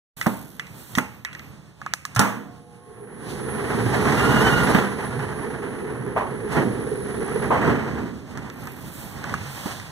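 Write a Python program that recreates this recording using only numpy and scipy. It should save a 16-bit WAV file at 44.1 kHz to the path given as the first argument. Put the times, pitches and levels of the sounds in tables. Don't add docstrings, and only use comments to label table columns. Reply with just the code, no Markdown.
import sys
import numpy as np
from scipy import signal
from scipy.fft import rfft, irfft, next_fast_len
from scipy.io import wavfile
from scipy.ndimage import uniform_filter1d, map_coordinates

SR = 44100
rng = np.random.default_rng(int(sys.argv[2]) if len(sys.argv) > 2 else 0)


def pcm_store(signal):
    levels = np.round(np.clip(np.atleast_2d(signal), -1, 1) * 32767)
    wavfile.write(sys.argv[1], SR, levels.astype(np.int16).T)


N = 437031
T = np.arange(N) / SR

# peak time in seconds, rise and fall in dB/s, rumble, rattle and scrape in dB.
LEAF_SHUDDERS = [(3.31, 173, 81, -35.5, -57, -39.5), (6.18, 900, 122, -45, -28, -44.5),
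                 (6.53, 400, 87, -42, -32, -36), (6.566, 262, 124, -23, -22, -46),
                 (7.70, 29.5, 79, -23, -23.5, -41), (8.03, 22, 89, -29, -36, -50.5),
                 (8.38, 126, 49, -35, -38.5, -54), (8.68, 72, 35, -41, -44, -61),
                 (9.32, 77, 156, -33, -33.5, -45), (9.70, 29, 52, -50, -37, -36.5)]
# start in seconds, thud, clang and crack in relative dB,
# clang centre in Hz, tail offset in dB.
LEAF_BLOWS = [(0.262, -38, -21.5, -50, 1210, -3), (0.266, -14, -17, -37, 890, 0),
              (0.975, -15.5, -32, -33, 700, -17), (0.983, -44, -15.5, -28, 1210, -8),
              (2.162, -37, -20.5, -26, 1480, 13), (2.193, -17, -12, -15, 1200, 19.5),
              (2.214, -20, -22, -29, 1300, 4), (4.748, -11, -15.5, -46, 1350, 0),
              (4.785, -29, -20.5, -53, 1550, 4), (9.657, -24.5, -31, -47, 600, -13)]
# start in seconds, thud and clang in relative dB.
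RAIL_BUMPS = [(6.161, -57, -12.5), (6.205, -49, -19.5), (6.562, -15, -36), (6.598, -20.5, -49),
              (7.504, -42, -11), (7.556, -49, -21), (7.669, -17.5, -21), (9.292, -49, -37.5)]
# peak time in seconds, level in dB.
SHEET_BOOMS = [(3.87, -24), (5.19, -28), (6.0, -34), (6.32, -34), (6.69, -30.5), (9.44, -36.5)]
# time in seconds, drive frequency in Hz.
DRIVE_CURVE = [(2.45, 3), (4.45, 201), (6.12, 30.5), (7.42, 30.5), (7.72, 1)]
# drive multiple, relative dB at rest and at top speed.
INVERTER_SIDEBANDS = [(1, -8.5, -15), (3, -9.5, -17), (5, -8.5, -7), (7, -24, -21)]
# start in seconds, level in dB.
DRIVE_KNOCKS = [(7.221, -26), (7.357, -24.5)]
# multiple of the hum, level in relative dB.
BUZZ_HARMONICS = [(1, -56), (4, -54.5), (6, -56), (7, -58), (9, -59.5)]
# start in seconds, snap, housing ring and crack in relative dB.
LOCK_CLICKS = [(1.816, -51, -27.5, -63), (1.863, -44, -19.5, -51), (1.937, -23, -26, -33),
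               (2.052, -33, -25, -35.5), (2.149, -49, -41, -33), (8.374, -44, -30, -46),
               (9.241, -41, -21, -61), (9.340, -43, -15.5, -38)]
# start in seconds, ring in relative dB, ring centre in Hz, crack in relative dB.
LATCH_TAPS = [(0.213, -18.5, 2000, -30.5), (0.226, -30, 2000, -38), (0.276, -31, 3200, -38),
              (0.596, -23.5, 2100, -37), (0.668, -38, 4000, -46), (0.952, -18.5, 2800, -24),
              (0.984, -21, 2500, -29), (1.249, -19, 2900, -36), (1.33, -39, 3000, -42),
              (1.35, -30, 1900, -51), (1.394, -32, 1700, -55), (8.5, -30, 1300, -52),
              (8.672, -28, 1400, -49), (9.295, -31, 1500, -42), (9.799, -30, 1500, -42)]
# time in seconds, frequency in Hz.
SQUEAK_CURVE = [(.85, 12700), (.93, 13600), (1.03, 13100), (1.15, 13600), (1.25, 13250), (1.29, 12430),
                (1.36, 12400), (1.405, 13700), (1.56, 11000)]
# start and end in seconds, level in relative dB.
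FINGER_RUBS = [(.17, 0.3, -34), (0.793, 0.926, -39), (8.7, 8.857, -45), (8.943, 9.06, -35.5),
               (9.52, 9.67, -37)]
GRIP_SIZZLES = [(.17, .49, -52), (8.58, 8.88, -53)]
HANDLING_RUMBLES = [(0.155, 1.15, -44.5), (9.0, 9.9, -40.5)]

# frequency in Hz, level in relative dB, t60 in seconds.
LEAF_MODES = [(116.6, -4, 0.7), (198, 3, 0.59), (224.2, 1.5, 0.19), (466, 2.5, 0.79), (640, -2, 0.58),
              (843, 2.5, 0.37), (910, -3, 0.44), (1060, -12, 0.54), (1070, -7, 0.44), (1240, -10, 0.26),
              (1363, 0, 0.32), (1422, 1.5, 0.17)]
HOUSING_MODES = [(800, -9, 0.02), (1130, -4, 0.035), (1245, 0, 0.03), (1480, -2, 0.02), (1680, -4, 0.03)]
LATCH_MODES = [(1290, -7, .04), (1540, -7, .03), (1750, -3, .04), (1960, 4, .035), (2850, -5, .02),
               (3350, -3, .02), (3800, -4, .02)]

# ratio to the centre frequency, density in relative dB.
CLANG_SHAPE = [(.2, -21), (.48, -2.5), (.8, 1.5), (1.15, 1.5), (1.55, -3.5), (2.1, -8.5), (4, -29)]
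# frequency in Hz, density in relative dB.
RUMBLE_SPECTRUM = [(20, -31), (45, -21), (70, -2.5), (95, -8.5), (128, 4), (170, -2), (230, 3), (320, -4),
                   (430, -6), (650, -16.5), (1200, -85)]
RATTLE_SPECTRUM = [(350, -20), (560, -3), (800, 0.5), (1100, -1.5), (1450, -3.5), (1900, -2.5),
                   (2400, -10.5), (3200, -19), (5000, -83)]
SCRAPE_SPECTRUM = [(1500, 1), (3000, 1), (4000, 0), (5200, -2.5), (9000, -6), (11500, -11.5),
                   (15500, -19.5)]
THUD_SPECTRUM = [(25, -38), (65, -43), (125, -4.5), (240, 8.5), (450, -4), (700, -8.5), (1500, -56)]
CRACK_SPECTRUM = [(1500, -21), (3000, -6), (4300, -1.5), (6200, 4), (9000, 0), (12000, -7), (15500, -16)]
CLUNK_SPECTRUM = [(300, -3), (620, 14), (850, 12.5), (1100, 13), (1400, -1), (1900, -2.5), (2700, -9),
                  (5000, -45)]
HOLLOW_SPECTRUM = [(280, -17), (370, 0), (415, 4.5), (470, 1.5), (520, -3.5), (620, -72)]
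SNAP_SPECTRUM = [(250, -38), (700, -6), (1200, -1), (1800, 4), (2600, -11.5), (4000, -6.5), (6300, -5),
                 (8300, -11), (10000, -38), (15000, -20)]
TICK_SPECTRUM = [(300, -42), (800, -8), (1250, 5.5), (1700, 4), (2100, 10.5), (2800, 6.5), (5000, -69)]
SKIN_SPECTRUM = [(2500, 1.5), (6000, -5.5), (7500, 2), (9500, -1), (11300, -2), (13300, 0), (15000, -8)]
SIZZLE_SPECTRUM = [(9500, -8), (10700, -1), (11300, -12), (12100, 8), (12500, -3), (13000, -28)]
LOW_NOISE_SPECTRUM = [(25, -19), (70, 0), (150, 6.5), (400, -9.5), (700, -10.5), (2000, -17), (4000, -23.5),
                      (9000, -27.5), (14000, -41)]

# frequency in Hz, coherence depth from 0 to 1.
STEREO_COHERENCE = [(100, .78), (400, .8), (1200, .99), (3700, .97), (6000, .8), (10000, .6), (14000, .15)]
# frequency in Hz, left minus right in dB.
STEREO_BALANCE = [(130, -4), (300, -5), (600, -1.5), (2000, -3.5), (4000, -3), (8500, -2), (10200, -8),
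                  (12000, -8), (15000, -16.5)]

FREE_S, CRAWL_S, BRAKE_S, STOP_S = 4.78, 6.12, 7.42, 7.72


def leaf():
    rumbles_db, rattles_db, scrapes_db = np.transpose(LEAF_SHUDDERS)[-3:]
    chatter = jolts(rate_hz=110, spread_db=2, t60_s=.16)
    rumble = shaking(rumbles_db, top_db=-21.5, slow_db=58, roll_db=-35.5,
                     speed_db=3.5, strain_db=2.5, settle_db_per_s=13.5)
    rattle = shaking(rattles_db, top_db=-22.5, slow_db=62.5, roll_db=-41,
                     speed_db=11, strain_db=-1.5, settle_db_per_s=33)
    scrape = shaking(scrapes_db, top_db=-32, slow_db=83, roll_db=-58.5,
                     speed_db=18.5, strain_db=9, settle_db_per_s=14)
    return (rumble * amp(.14 * wobble(7.2)) * noise(RUMBLE_SPECTRUM)
            + rattle * unit(.5 + chatter) * noise(RATTLE_SPECTRUM)
            + scrape * unit(2 + chatter) * noise(SCRAPE_SPECTRUM))


def shaking(peaks_db, top_db, slow_db, roll_db, speed_db, strain_db, settle_db_per_s, ease_db_per_s=148):
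    speed, strain = motor_state()
    dragging_db = top_db - slow_db * (1 - speed) ** 2.16 + held_db(0, FREE_S, 0, ease_db_per_s)
    rolling_db = roll_db + speed_db * speed + strain_db * strain
    rolling_db += held_db(FREE_S, STOP_S, ease_db_per_s, settle_db_per_s)
    bouts_db = [db + held_db(s, s, rise, fall) for (s, rise, fall, *_), db in zip(LEAF_SHUDDERS, peaks_db)]
    return power_sum([dragging_db, rolling_db, *bouts_db])


def blows(push_hz=200, push_rise_s=.0028, flex_hz=400, focus_db_per_octave=9):
    out = np.zeros((2, N))
    push_envelope = T / push_rise_s * np.exp(1 - T / push_rise_s)
    push = -np.sin(2 * np.pi * push_hz * T) * push_envelope * [[1], [0]]
    for s, thud_db, clang_db, crack_db, centre_hz, tail_db in LEAF_BLOWS:
        spectrum = [(ratio * centre_hz, db) for ratio, db in CLANG_SHAPE]
        thud = burst(THUD_SPECTRUM, t60_s=.18, tail_db=tail_db - 15, tail_t60_s=1, attack_s=.0018)
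        clang = burst(spectrum, t60_s=.05, tail_db=tail_db - 16, tail_t60_s=.52, attack_s=.001)
        crack = burst(CRACK_SPECTRUM, t60_s=.022, tail_db=-21, tail_t60_s=.42, attack_s=.00042)
        modes = []
        for hz, db, t60_s in LEAF_MODES:
            off_centre_db = focus_db_per_octave * abs(np.log2(hz / centre_hz))
            strike_db = thud_db - 10 if hz < flex_hz else clang_db - 8 - off_centre_db
            modes.append((hz, db + strike_db, t60_s))
        add(out, s, amp(thud_db + 1.5) * push)
        add(out, s, amp(clang_db - 12) * pulse(spectrum))
        add(out, s, amp(thud_db - 8) * thud + amp(clang_db - 5) * clang + amp(crack_db - 5) * crack)
        add(out, s, amp(tail_db / 3 - 6) * ring(modes, scatter_db=1.5))
    return out


def bumps():
    out = np.zeros((2, N))
    for s, thud_db, clang_db in RAIL_BUMPS:
        thud = burst(THUD_SPECTRUM, t60_s=.11, tail_db=-9.5, tail_t60_s=.86, attack_s=.012)
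        clunk = burst(CLUNK_SPECTRUM, t60_s=.22, tail_db=-6, tail_t60_s=.4, attack_s=.003)
        add(out, s, amp(thud_db - 6) * thud + amp(clang_db - 6) * clunk)
    return out


def booms(mode_hz=123.2, fade_db_per_s=109):
    swell = power_sum(db + held_db(s, s, fade_db_per_s, fade_db_per_s) for s, db in SHEET_BOOMS)
    return swell * tone(mode_hz + 14 * wobble(45))


def motor_state():
    drive_hz = curve(DRIVE_CURVE)
    return drive_hz / drive_hz.max(), np.clip((T - CRAWL_S) / (BRAKE_S - CRAWL_S), 0, 1)


def drive_knocking():
    gain = shaking([], top_db=-26.5, slow_db=37.5, roll_db=-34,
                   speed_db=-2, strain_db=5.5, settle_db_per_s=45)
    knocks = jolts(rate_hz=30, spread_db=3, t60_s=.2)
    running = gate(2.5, 8.1, fade_s=.15) * amp(held_db(3.05, 8.1, 14, 0))
    out = gain * unit(1.55 + knocks) * noise(HOLLOW_SPECTRUM) * running
    for s, db in DRIVE_KNOCKS:
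        knock = burst(HOLLOW_SPECTRUM, t60_s=.05, tail_db=-23, tail_t60_s=.27, attack_s=.0026)
        add(out, s, amp(db) * knock)
    return out


def inverter(carrier_hz=10067, rise_end_s=3.49, tilt_db_per_hz=.0035):
    drive_hz = curve(DRIVE_CURVE)
    speed, strain = motor_state()
    level_db = -43 + 13 * strain + held_db(rise_end_s, rise_end_s, 25, 2.5) + held_db(0, BRAKE_S, 0, 106)
    out = np.zeros((2, N))
    for multiple, rest_db, top_db in INVERTER_SIDEBANDS:
        for side in (-1, 1):
            offset_hz = side * multiple * drive_hz
            fading_db = (4.5 * wobble(34) + 1.5 * wobble(110) - .5) * np.sqrt(speed)
            line_db = rest_db + (top_db - rest_db) * speed + tilt_db_per_hz * offset_hz
            jitter_hz = 4 * wobble(60) + 15 * speed * wobble(300)
            out += amp(line_db + fading_db) * tone(carrier_hz + offset_hz + jitter_hz)
    return amp(level_db) * out * gate(2.6, 7.6, fade_s=.15)


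def gear(hold_hz=1432, surge_hz=76, glide_hz_per_s=700):
    surge = gate(4.435, 4.485, fade_s=.025)
    outside_hold_s = np.abs(T - np.clip(T, 4.28, 4.62))
    mesh_hz = hold_hz + surge_hz * surge - glide_hz_per_s * outside_hold_s
    mesh_hz *= 1 + .008 * wobble(300) + .004 * wobble(30)
    mesh_gain = amp(2.5 * wobble(40) + 3 * wobble(170))
    overtone_gain = amp(-6.5 + 5.5 * surge + 3.5 * wobble(40) + 3 * wobble(170))
    overtone_gain *= np.abs(2 * surge - 1)
    whine = mesh_gain * tone(mesh_hz) + overtone_gain * tone(2 * mesh_hz)
    return amp(-30 + 3 * surge) * whine * gate(4.21, 4.63, fade_s=.05)


def solenoid(hum_hz=120):
    pull = amp(-20.5) * tone(np.full(N, hum_hz)) * gate(2.17, 2.195, fade_s=.007)
    buzz = sum(amp(db - 3.5 + 3.5 * wobble(14)) * tone(multiple * hum_hz + 7 * wobble(50))
               for multiple, db in BUZZ_HARMONICS)
    return pull + buzz * gate(2.2, 4.74, fade_s=.02)


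def lock_clicks():
    out = np.zeros((2, N))
    for s, snap_db, ring_db, crack_db in LOCK_CLICKS:
        crack = burst(CRACK_SPECTRUM, t60_s=.038, tail_db=-17, tail_t60_s=.52, attack_s=.001)
        housing = ring(HOUSING_MODES, scatter_db=1.5)
        echo = burst(TICK_SPECTRUM, t60_s=.055, tail_db=-4, tail_t60_s=1, attack_s=.0031)
        add(out, s, amp(snap_db) * pulse(SNAP_SPECTRUM))
        add(out, s, amp(crack_db - 6) * crack + amp(ring_db) * housing + amp(ring_db - 23) * echo)
    return out


def latch_taps(focus_db_per_octave=10):
    out = np.zeros((2, N))
    for s, ring_db, centre_hz, crack_db in LATCH_TAPS:
        shift = 1 + .02 * rng.normal()
        modes = [(hz * shift, db - focus_db_per_octave * abs(np.log2(hz / centre_hz)), t60_s)
                 for hz, db, t60_s in LATCH_MODES]
        latch = ring(modes, scatter_db=3.5)
        tick = burst(TICK_SPECTRUM, t60_s=.015, tail_db=-7.5, tail_t60_s=.57, attack_s=.0011)
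        crack = burst(CRACK_SPECTRUM, t60_s=.025, tail_db=-10, tail_t60_s=.23, attack_s=.00087)
        add(out, s, amp(ring_db - 16) * pulse(SNAP_SPECTRUM))
        add(out, s, amp(ring_db) * latch + amp(ring_db - 17.5) * tick + amp(crack_db - 13) * crack)
    return out


def fingers(rise_db_per_s=114, fall_db_per_s=86):
    def strokes(rows):
        return power_sum(db + held_db(start, end, rise_db_per_s, fall_db_per_s) for start, end, db in rows)

    grain = jolts(rate_hz=250, spread_db=3, t60_s=.02)
    rub = strokes(FINGER_RUBS) * amp(-7.5 + wobble(33)) * noise(SKIN_SPECTRUM)
    return rub + strokes(GRIP_SIZZLES) * grain * noise(SIZZLE_SPECTRUM)


def squeak(lower_ratio=.945):
    hz = curve(SQUEAK_CURVE) * (1 + .005 * wobble(400) + .004 * wobble(50))
    upper, lower = (np.clip(.8 + .6 * wobble(22), 0, 1.5) * tone(ratio * hz) for ratio in (1, lower_ratio))
    return amp(-67.5) * (upper + amp(-5) * lower) * gate(.88, 1.51, fade_s=.05)


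def handling_and_garage(garage_db=-70, fade_db_per_s=4):
    handling_db = [db + held_db(start, end, fade_db_per_s, fade_db_per_s)
                   for start, end, db in HANDLING_RUMBLES]
    return power_sum([garage_db, *handling_db]) * amp(2.36 * wobble(16)) * noise(LOW_NOISE_SPECTRUM)


def amp(db):
    return 10 ** (np.asarray(db) / 20)


def unit(x):
    return x / np.sqrt(np.mean(x ** 2) + 1e-20)


def power_sum(levels_db):
    return np.sqrt(sum(amp(db) ** 2 for db in levels_db))


def along(points, hz):
    knots_hz, values = np.transpose(points)
    return np.interp(np.log(hz + 1), np.log(knots_hz + 1), values)


def curve(points):
    return np.interp(T, *np.transpose(points))


def gate(start_s, end_s, fade_s):
    return np.clip(1 + np.minimum(T - start_s, end_s - T) / fade_s, 0, 1)


def held_db(start_s, end_s, rise_db_per_s, fall_db_per_s):
    return -rise_db_per_s * np.maximum(start_s - T, 0) - fall_db_per_s * np.maximum(T - end_s, 0)


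def wobble(rate_hz):
    knots = rng.standard_normal(int(N * rate_hz / SR) + 4)
    return np.interp(T, T[::32], map_coordinates(knots, [T[::32] * rate_hz]))


def jolts(rate_hz, spread_db, t60_s):
    hits = rng.random(N) < rate_hz / SR
    kicks = hits * amp(spread_db * np.minimum(rng.exponential(size=N), 3))
    power = signal.lfilter([1], [1, -amp(-120 / (t60_s * SR))], kicks ** 2)
    return unit(np.sqrt(power))


def noise(spectrum, size=N):
    n_fft = next_fast_len(size + 8192)
    white = rfft(rng.standard_normal((2, size)), n_fft)
    gain = amp(along(spectrum, np.fft.rfftfreq(n_fft, 1 / SR)))
    return unit(irfft(white * gain, n_fft)[:, :size])


def tone(hz):
    phase = 2 * np.pi * (np.cumsum(hz) / SR + rng.random())
    return np.sqrt(2) * np.array([np.sin(phase), np.cos(phase)])


def burst(spectrum, t60_s, tail_db, tail_t60_s, attack_s):
    t = T[:SR]
    decay = amp(-60 * t / t60_s) + amp(tail_db - 60 * t / tail_t60_s)
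    x = noise(spectrum, size=SR) * decay * (1 - np.exp(-t / attack_s))
    return x / np.sqrt(np.mean(x[:, :SR // 50] ** 2))


def ring(modes, scatter_db, attack_s=.0004):
    t = T[:SR]
    z = np.zeros(SR, complex)
    for hz, db, t60_s in modes:
        decay = amp(db + scatter_db * rng.normal() - 60 * t / t60_s)
        z += decay * np.exp(2j * np.pi * (hz * t + rng.random()))
    return np.array([z.real, z.imag]) * (1 - np.exp(-t / attack_s))


def pulse(spectrum):
    cepstrum = irfft(np.log(amp(along(spectrum, np.fft.rfftfreq(4096, 1 / SR)))))
    impulse = irfft(np.exp(rfft(2 * cepstrum[:2048], 4096)))
    z = signal.hilbert(np.roll(impulse, 24))[:SR // 50]
    return unit(np.array([z.real, z.imag]))


def add(track, start_s, sound):
    part = track[:, round(start_s * SR):][:, :sound.shape[1]]
    part += sound[:, :part.shape[1]]


def scene():
    contacts = lock_clicks() + latch_taps() + blows() + bumps()
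    travel = leaf() + booms() + drive_knocking() + inverter() + gear()
    return contacts + travel + solenoid() + fingers() + squeak() + handling_and_garage()


def record(dry, swing_period_hz=2470, ceiling=.95, low_cut_hz=30, top_hz=15600):
    n_fft = next_fast_len(N + SR // 2)
    hz = np.fft.rfftfreq(n_fft, 1 / SR)
    mid, side = rfft(dry * gate(.17, 10, fade_s=.005), n_fft)
    swing = np.where(hz < 550, 1, -np.sin(np.pi / 2 * np.cos(2 * np.pi * hz / swing_period_hz)))
    coherence = along(STEREO_COHERENCE, hz) * uniform_filter1d(swing, 2000)
    width_rad = np.arccos(np.clip(coherence, -.98, .98)) / 2
    mid, side = np.cos(width_rad) * mid, np.sin(width_rad) * side
    bass_lag_rad = .45 / (1 + (hz / 650) ** 6)
    lean = amp(along(STEREO_BALANCE, hz) / 2) * np.exp(-1j * bass_lag_rad)
    pair = irfft(np.array([(mid + side) * lean, (mid - side) / lean]), n_fft)
    pair /= (1 + np.abs(pair / ceiling) ** 6) ** (1 / 6)
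    low_cut = hz ** 2 / np.hypot(hz ** 2, low_cut_hz ** 2)
    high_cut = 1 / (1 + (hz / top_hz) ** 120)
    return irfft(rfft(pair) * low_cut * high_cut, n_fft)[:, :N]


dry = scene()
out = record(dry)
pcm_store(out)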